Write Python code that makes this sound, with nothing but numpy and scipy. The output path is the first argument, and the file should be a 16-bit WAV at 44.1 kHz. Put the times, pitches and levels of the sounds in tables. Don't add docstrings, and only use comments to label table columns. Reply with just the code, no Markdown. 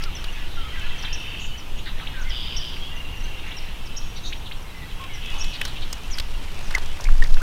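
import sys
import numpy as np
from scipy import signal
from scipy.fft import rfft, irfft, next_fast_len
from scipy.io import wavfile
from scipy.ndimage import uniform_filter1d, map_coordinates

SR = 44100
rng = np.random.default_rng(int(sys.argv[2]) if len(sys.argv) > 2 else 0)


def gain_from_db(level_db):
    decades = np.asarray(level_db, float) / 20
    return 10 ** decades


def persist_wave(psi):
    counts = np.round(np.clip(psi, -1, 1) * 32767).astype(np.int16)
    wavfile.write(sys.argv[1], SR, np.atleast_2d(counts).T)


N = 327206


def unit(x):
    return x / np.sqrt(np.mean(x ** 2) + 1e-20)


def along(points, hz):
    f, v = np.transpose(points)
    return np.interp(np.log(hz + 1), np.log(f + 1), v)


def curves(rows):
    s, *cols = np.transpose(rows)
    return [np.interp(np.arange(N) / SR, s, c) for c in cols]


def wobble(rate, n=N):
    knots = rng.standard_normal(int(n * rate / SR) + 4)
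    return map_coordinates(knots, [np.arange(n) * rate / SR])


def filtered(x, response):
    m = next_fast_len(len(x) + 8192)
    gain = response(np.fft.rfftfreq(m, 1 / SR))
    return irfft(rfft(x, m) * gain, m)[:len(x)]


def band(x, hz, width_hz):
    return unit(filtered(x, lambda f: np.exp(-2 * ((f - hz) / width_hz) ** 2)))


def rush(spectrum, patchy_db):
    z = signal.stft(rng.standard_normal(N + 512), nperseg=512)[2]
    field = rng.standard_normal(z.shape)
    field = uniform_filter1d(uniform_filter1d(field, 5, 0), 12, 1)
    patchy = signal.istft(z * gain_from_db(patchy_db * unit(field)), nperseg=512)[1][:N]
    return unit(filtered(patchy, lambda hz: gain_from_db(along(spectrum, hz))))


def add(track, s, x):
    part = track[max(round(s * SR), 0):][:len(x)]
    part += x[:len(part)]


def span(length_s):
    return np.linspace(0, 1, max(round(length_s * SR), 8))


def swell(u, edge):
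    return np.sin(np.pi / 2 * np.clip(np.minimum(u, 1 - u) / np.clip(edge, .02, .5), 0, 1)) ** 2


def note(length_s, start_hz, middle_hz, end_hz, flutter_db, flutter_rate, edge):
    u = span(length_s)
    hz = start_hz * (1 - u) * (1 - 2 * u) + 4 * middle_hz * u * (1 - u) + end_hz * u * (2 * u - 1)
    hz = hz * (1 + .012 * wobble(60, len(u)))
    tone = np.sin(2 * np.pi * np.cumsum(hz) / SR)
    flutter = gain_from_db(flutter_db * wobble(flutter_rate, len(u)))
    return swell(u, edge) * flutter * tone


def breathy(tone, share):
    return tone * (1 + share * wobble(500, len(tone)))


# start_s, level_db
WIND_LEVEL = [(0, -24), (2, -24), (4, -26), (4.9, -27), (5.4, -25), (6.7, -22), (7.0, -24), (7.1, -32)]
# frequency_hz, relative_level_db (per Hz)
BUFFET_COLOUR = [(2.5, -22), (6, -5), (11, 0), (19, 0), (25, -10), (32, -17), (48, -17), (120, -36),
                 (260, -120)]


def buffeting():
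    lumps = gain_from_db(0.81 * wobble(8.8))
    return gain_from_db(curves(WIND_LEVEL)[0]) * unit(lumps * rush(BUFFET_COLOUR, patchy_db=1.5))


# frequency_hz, relative_level_db (per Hz)
AIR_COLOUR = [(35, -44.5), (60, -0.5), (130, -8.5), (147, -8), (165, -11), (189, -13), (636, -22),
              (903, -18.5), (1860, -28.5), (2350, -37), (2710, -24), (3420, -44), (4530, -34.5),
              (14900, -39.5), (16000, -46)]


def marsh_air():
    return gain_from_db(-40) * rush(AIR_COLOUR, patchy_db=0.73)


# start_s, level_db
CHORUS_LEVEL = [(0, -40.5), (.54, -41), (.95, -38.5), (1.4, -43), (1.55, -44.5), (2.4, -41), (2.89, -43),
                (3.51, -42), (4.3, -45.5), (4.46, -48.5), (5.31, -40.5), (5.45, -45), (5.6, -41.5),
                (6.61, -44.5), (6.88, -42), (7.42, -54)]
# frequency_hz, relative_level_db (per Hz in the noise)
CHORUS_COLOUR = [(900, -12), (1500, -8), (2200, -3.5), (3000, 1), (3800, -5.5), (4600, -13), (6500, -19.5),
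                 (8000, -35)]


def chorus(count=420):
    whistling = np.zeros(N)
    for place, pitch, life, bend in rng.random((count, 4)):
        hz = 1200 * 3.6 ** pitch
        length_s = 0.0212 + 0.0555 * life
        start_hz, end_hz = hz * (.95 + 0.1044 * bend), hz * (1.04 - 0.093 * bend)
        whistle = note(length_s, start_hz, hz, end_hz, 3.32, 78.0, 0.507)
        add(whistling, place * N / SR, gain_from_db(along(CHORUS_COLOUR, hz)) * whistle)
    blend = .35 * unit(whistling) + rush(CHORUS_COLOUR, patchy_db=2.2)
    return gain_from_db(curves(CHORUS_LEVEL)[0]) * unit(blend)


def chuck(length_s, start_hz, end_hz):
    glide = note(length_s, start_hz, (start_hz + end_hz) / 2, end_hz, 2.5, 400, .35)
    glide = glide * (.4 + .6 * span(length_s))
    return glide * (.6 + np.cos(2 * np.pi * 420 * np.arange(len(glide)) / SR))


# start_s, length_s, start_hz, end_hz, level_db
CHUCK_NOTES = [(.005, .02, 1933, 2250, -34), (.897, .008, 3100, 3880, -33), (1.029, 0.029, 760, 2400, -31),
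               (1.043, 0.0178, 3300, 3610, -26.5), (1.786, .018, 2760, 3460, -38),
               (1.994, 0.012, 1513, 2300, -32), (2.064, .017, 1970, 4070, -25.5),
               (2.763, 0.011, 1950, 3150, -31), (3.501, .025, 1876, 3840, -30.5),
               (4.32, .02, 1510, 3770, -25.5), (4.323, .013, 2420, 4600, -27),
               (4.508, .022, 1296, 4410, -27), (6.147, 0.013, 1470, 2500, -34)]


def chucks():
    out = np.zeros(N)
    for s, length_s, start_hz, end_hz, db in CHUCK_NOTES:
        add(out, s, gain_from_db(db) * chuck(length_s, start_hz, end_hz))
    return out


# start_s, length_s, pitch_hz, slide_hz (end minus start), level_db
WHISTLE_NOTES = [(.005, 0.036, 1320, 0, -41), (0.048, 0.049, 1330, -210, -40), (.14, 0.04, 2860, -80, -40),
                 (.25, .063, 2850, 0, -40.5), (0.348, .077, 1720, 0, -44), (0.361, 0.087, 1960, 30, -49),
                 (.5, .1, 3720, -560, -49), (.555, 0.059, 3187, -42, -39), (0.56, .136, 1324, -170, -38.5),
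                 (0.717, .04, 1940, 60, -43), (.765, 0.054, 1566, -95, -39.5),
                 (0.785, 0.056, 3020, -60, -38), (0.828, 0.044, 1740, 100, -42),
                 (0.858, .042, 1422, -55, -41.5), (1.088, .03, 4670, -120, -52),
                 (1.273, 0.045, 4590, -140, -53), (1.365, .054, 4600, -180, -54),
                 (1.47, .08, 4520, -270, -53), (1.496, .074, 2970, 20, -39.5), (1.9, 0.12, 1950, -100, -51),
                 (2.129, 0.11, 1537, -230, -40), (2.245, 0.08, 2070, -170, -42),
                 (2.788, 0.104, 3270, 100, -39), (2.903, 0.085, 1997, 164, -49),
                 (4.233, .05, 3768, -65, -34), (4.64, .09, 2140, -100, -52),
                 (4.673, 0.041, 4000, -165, -48.5), (4.732, 0.14, 2005, -72, -46),
                 (4.989, .082, 1070, -17, -41.5), (5.082, 0.1, 2140, -290, -44.5),
                 (5.435, .034, 7250, -150, -52), (5.577, .077, 3060, -51, -40),
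                 (7.402, 0.019, 1330, 591, -34.5)]


def whistles():
    out = np.zeros(N)
    for s, length_s, hz, slide_hz, db in WHISTLE_NOTES:
        tone = note(length_s, hz - slide_hz / 2, hz, hz + slide_hz / 2, 2.2, 110, .17)
        add(out, s, gain_from_db(db) * breathy(tone, .35))
    return out


# frequency_hz, t60_s
REED_FADE = [(1000, 0.58), (6000, .75), (12000, .15)]


def reeds(x, count=30):
    out, hop = np.zeros(N), N // count
    for start in range(0, N - hop, hop):
        hz, t, z = signal.stft(rng.standard_normal(SR // 2), SR, nperseg=256)
        beds = gain_from_db(-60 * t / along(REED_FADE, hz)[:, None])
        stems = gain_from_db(8 - 60 * t / 0.037)
        tail = signal.istft(z * (beds + stems), SR, nperseg=256)[1]
        piece = x[start:start + 2 * hop] * np.hanning(2 * hop)[:N - start]
        add(out, start / SR + .003, signal.fftconvolve(piece, tail / np.linalg.norm(tail)))
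    return out


# start_s, length_s, centre_hz, level_db
RASP_NOTES = [(0.018, 0.038, 5200, -42), (1.022, .018, 5200, -42.5), (1.389, .091, 6650, -48.5),
              (1.777, .038, 3270, -46), (1.855, .044, 3740, -38.5), (1.86, .035, 1840, -38.5),
              (1.979, .059, 3400, -43.5), (2.009, .039, 1297, -43), (3.429, 0.1, 2093, -44),
              (4.154, .04, 3860, -42.5), (4.243, 0.053, 3950, -40.5), (4.253, .054, 6100, -44.5),
              (4.447, .05, 3535, -43.5), (5.331, 0.057, 930, -44.5), (5.53, .042, 4000, -38),
              (5.656, .051, 3840, -41.5), (5.753, 0.034, 3000, -38.5), (5.818, 0.026, 3700, -37.5),
              (6.754, .027, 1510, -34), (7.368, .031, 2790, -42)]


def rasps():
    out = np.zeros(N)
    for s, length_s, hz, db in RASP_NOTES:
        u = span(length_s)
        slips = rng.standard_normal(len(u)) * gain_from_db(1.1 * wobble(274.0, len(u)))
        throat_width_hz = min(0.54 * hz, 1120)
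        add(out, s, gain_from_db(db) * swell(u, 0.11) * band(slips, hz, throat_width_hz))
    return out


CONTACT_T = np.arange(SR // 20) / SR


def contact_noise():
    return rng.standard_normal(len(CONTACT_T))


def press():
    rise = 1 - np.exp(-CONTACT_T / 0.00059)
    return rise * gain_from_db(-60 * np.maximum(CONTACT_T - .004, 0) / 0.018)


# frequency_hz, relative_level_db (per Hz)
CLOTH_COLOUR = [(120, -3.5), (400, 4.5), (900, 5), (2000, 3), (5000, 0.5), (10000, -10.5), (16000, -26)]


def chatter():
    return 0.38 * unit(filtered(contact_noise(), lambda f: gain_from_db(along(CLOTH_COLOUR, f))))


# start_s, level_db, centre_hz
TICK_HITS = [(.036, -21.5, 4230), (.241, -20.5, 3440), (.795, -38, 7010), (5.012, -30, 3140),
             (5.038, -24.5, 2760), (5.258, -34, 6000), (5.442, -23, 3580), (5.613, -11, 2652),
             (5.651, -17.5, 4800), (5.659, -26, 3770), (5.682, -38, 9000), (5.928, -18, 6200),
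             (6.172, -36, 9000), (6.184, -15.5, 3800), (6.198, -15.5, 3700), (6.707, -24.5, 4200),
             (6.749, -16.5, 5130), (6.781, -21.5, 3600), (6.858, -33, 6000), (7.007, -25.5, 5160),
             (7.04, -23, 5400), (7.179, -34, 5000), (7.238, -21.5, 4230), (7.27, -33, 5500),
             (7.323, -35, 5000), (7.341, -25, 4170)]


def ticks():
    out = np.zeros(N)
    for s, db, hz in TICK_HITS:
        crack_db = -5 + 7.5 * np.log2(hz / 4000) - 60 * CONTACT_T / 0.035
        crack = gain_from_db(crack_db) * band(contact_noise(), 6500, 13000)
        tick = band(contact_noise(), hz, 0.6 * hz)
        add(out, s, gain_from_db(db - 10.0) * press() * (tick + chatter() + crack))
    return out


def chip(length_s, pitches_hz):
    return note(length_s, *pitches_hz, 3, 300, .2)


# start_s, length_s, middle_hz, level_db
CHIP_NOTES = [(0.149, 0.026, 5880, -37.5), (.322, 0.024, 6000, -47.5), (.553, .02, 5700, -51),
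              (.978, .027, 5970, -45.5), (1.572, .037, 5860, -45.5), (2.957, .018, 6000, -51),
              (3.235, 0.017, 6200, -43), (3.566, 0.028, 5470, -40), (3.852, .029, 5530, -43),
              (4.16, .024, 5840, -46.5), (4.62, .016, 5850, -51.5), (5.133, 0.03, 5940, -44),
              (6.108, 0.043, 5820, -33.5), (6.106, 0.017, 6750, -44), (6.654, 0.028, 5720, -46)]


def chips():
    out = np.zeros(N)
    sag_hz_per_s = 37000
    for s, length_s, hz, db in CHIP_NOTES:
        add(out, s, gain_from_db(db) * chip(length_s, (1.01 * hz, hz, hz - sag_hz_per_s * length_s)))
    return out


def pips():
    out = np.zeros(N)
    first_s, every_s, length_s, hz = .178, .1991, 0.035, 5580
    for s in np.arange(first_s, N / SR, every_s):
        db = -56 + 2.5 * rng.standard_normal()
        add(out, s, gain_from_db(db) * chip(length_s, (hz, hz, hz)))
    return out


# start_s, length_s, pitch_hz, rate_per_s, fall_hz (of each note, negative rises), level_db
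TRILL_NOTES = [(.56, .55, 3200, 25, 60, -42), (2.3, .44, 3030, 22.5, 350, -35.5),
               (2.3, .46, 4850, 21, -700, -43.5), (1.089, .377, 2830, 37.5, 900, -35),
               (2.865, .76, 2790, 23.77, 120, -38.5)]


def trills():
    out = np.zeros(N)
    for s, length_s, hz, rate, fall_hz, db in TRILL_NOTES:
        u = span(length_s)
        beat = u * length_s * rate % 1
        pitch_hz = hz * (1 + .01 * wobble(90, len(u))) + fall_hz * (.5 - beat)
        level = swell(u, .05) * swell(beat, .4) * gain_from_db(db + 1 - 2 * u + 1.5 * wobble(60, len(u)))
        tone = np.sin(2 * np.pi * np.cumsum(pitch_hz) / SR)
        add(out, s, level * breathy(tone, .35))
    return out


# start_s, level_db
RATTLE_NOTES = [(.752, -31), (.862, -38), (.98, -39), (1.073, -32), (1.165, -41), (1.255, -34),
                (1.346, -34), (1.444, -40), (1.548, -39)]


def rattle():
    out = np.zeros(N)
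    for s, db in RATTLE_NOTES:
        add(out, s, gain_from_db(db) * chuck(0.014, 1810, 2550))
    return out


# start_s, length_s, centre_hz, throbs_per_s, level_db (at the start)
GRATE_NOTES = [(.762, 0.96, 2780, 37.5, -51), (2.298, .459, 3250, 22.4, -35),
               (2.299, .48, 4800, 20.7, -46.5), (5.214, 0.45, 3350, 41, -43)]


def grates():
    out = np.zeros(N)
    for s, length_s, hz, throb, db in GRATE_NOTES:
        u = span(length_s)
        slip_db = 8 * np.cos(2 * np.pi * 119 * u * length_s)
        throb_db = 2 * np.cos(2 * np.pi * throb * u * length_s)
        slips = rng.standard_normal(len(u)) * gain_from_db(slip_db + throb_db)
        add(out, s, gain_from_db(db - 6 * u) * swell(u, .02) * band(slips, hz, 770))
    return out


# start_s, length_s, lowest_hz, spacing_hz, level_db (of the lower two tones)
BUZZ_NOTES = [(.84, .68, 2660, 480, -41), (3.78, .4, 2640, 440, -48), (4.81, .3, 2680, 600, -48),
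              (5.215, .36, 2590, 385, -37.5)]


def buzzes():
    out = np.zeros(N)
    beads_per_s = 86
    for s, length_s, hz, spacing_hz, db in BUZZ_NOTES:
        bead = .6 + .4 * np.cos(2 * np.pi * beads_per_s * span(length_s) * length_s)
        for k, tone_db in enumerate((0, 0, -6)):
            tone_hz = hz + k * spacing_hz
            tone = note(length_s, tone_hz * 1.005, tone_hz, tone_hz * .99, 1.5, 70, .05)
            add(out, s, gain_from_db(db + tone_db) * bead * breathy(tone, .175))
    return out


# start_s, level_db (of the low voice)
DOUBLE_NOTES = [(1.124, -31.5), (2.56, -32), (3.962, -31.5), (5.401, -31.5)]


def double_chips():
    out = np.zeros(N)
    length_s, upper_lag_s, upper_db = 0.0285, 0.0026, -9
    for s, db in DOUBLE_NOTES:
        add(out, s, gain_from_db(db) * chip(length_s, (4770, 5720, 4600)))
        add(out, s + upper_lag_s, gain_from_db(db + upper_db) * chip(length_s, (6450, 6300, 5400)))
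    return out


# start_s, level_db
RISER_NOTES = [(1.773, -51), (3.475, -55), (4.232, -48), (5.38, -41), (6.625, -52)]


def risers():
    out = np.zeros(N)
    for s, db in RISER_NOTES:
        add(out, s, gain_from_db(db) * chip(0.0256, (6000, 6540, 7100)))
    return out


# start_s, length_s, start_hz, end_hz, level_db
DIVE_NOTES = [(2.21, .027, 7000, 4900, -45), (2.292, .017, 6200, 4600, -39), (3.2, .015, 6050, 5250, -48),
              (3.856, 0.025, 6500, 5600, -50)]


def dives():
    out = np.zeros(N)
    for s, length_s, start_hz, end_hz, db in DIVE_NOTES:
        add(out, s, gain_from_db(db) * chip(length_s, (start_hz, (start_hz + end_hz) / 2, end_hz)))
    return out


# start_s, level_db
SCRAPE_LEVEL = [(5.3, -45.5), (5.91, -50), (6.38, -49.5), (6.71, -43.5), (6.86, -45.5), (7.42, -42.5)]


def scrape():
    grains = gain_from_db(1.04 * wobble(40) + 3.8 * wobble(250))
    slide = unit(rush(CLOTH_COLOUR, patchy_db=0) * grains)
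    sliding = np.arange(N) > SCRAPE_LEVEL[0][0] * SR
    return gain_from_db(curves(SCRAPE_LEVEL)[0]) * sliding * slide


# start_s, level_db, pitch_hz
KNOCK_HITS = [(5.652, -23, 1510), (6.18, -24, 2000), (6.707, -20, 1390), (6.741, -18.5, 1910),
              (6.749, -6.5, 2060), (6.779, -18, 920), (6.998, -25, 990), (7.052, -23, 2260),
              (7.068, -28, 2280), (7.087, -20, 1390), (7.223, -11.5, 1844), (7.247, -27.5, 1900),
              (7.258, -31, 1950), (7.368, -28, 1372)]


def knocks():
    out = np.zeros(N)
    dead_db, rings_db = -23, -13.5
    for s, db, hz in KNOCK_HITS:
        hollow = np.clip((db - dead_db) / (rings_db - dead_db), 0, 1)
        ring = 1.4 * np.sin(2 * np.pi * hz * CONTACT_T)
        knock = hollow * ring + (1 - hollow) * band(contact_noise(), hz, 800)
        add(out, s, gain_from_db(db - 7.5) * press() * (knock + gain_from_db(-6) * chatter()))
    return out


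# start_s, pitch_hz, level_db
ROCKING = [(7.04, 20, -22), (7.075, 26, -7.5), (7.125, 14.4, -1), (7.175, 21.2, -11), (7.21, 12.7, 0),
           (7.265, 18.96, -15.5), (7.33, 13, -.7), (7.38, 10.4, -3.5), (7.41, 15.5, -17)]


def tripod():
    hz, db = curves(ROCKING)
    moving = np.arange(N) > ROCKING[0][0] * SR
    sway = np.sin(2 * np.pi * np.cumsum(hz * moving) / SR)
    grumble = gain_from_db(-30) * band(rng.standard_normal(N), 56, 110)
    return -gain_from_db(db) * moving * (sway + grumble)


def scene():
    tonal = chucks() + whistles() + chips() + pips() + rattle() + double_chips() + risers() + dives()
    birds = tonal + rasps() + trills() + grates() + buzzes()
    handling = ticks() + scrape() + knocks()
    wind = buffeting() + marsh_air()
    return (birds + gain_from_db(-4.5) * reeds(birds) + chorus() + handling + tripod() + wind)[None]


def top_cut(x):
    return signal.sosfilt(signal.butter(12, 16430, fs=SR, output="sos"), x)


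def record(dry):
    limited = filtered(dry[0], lambda hz: hz < 15900)[None]
    clipped = np.clip(limited, -.93, .93)
    return top_cut(clipped)


dry = scene()
out = record(dry)
persist_wave(out)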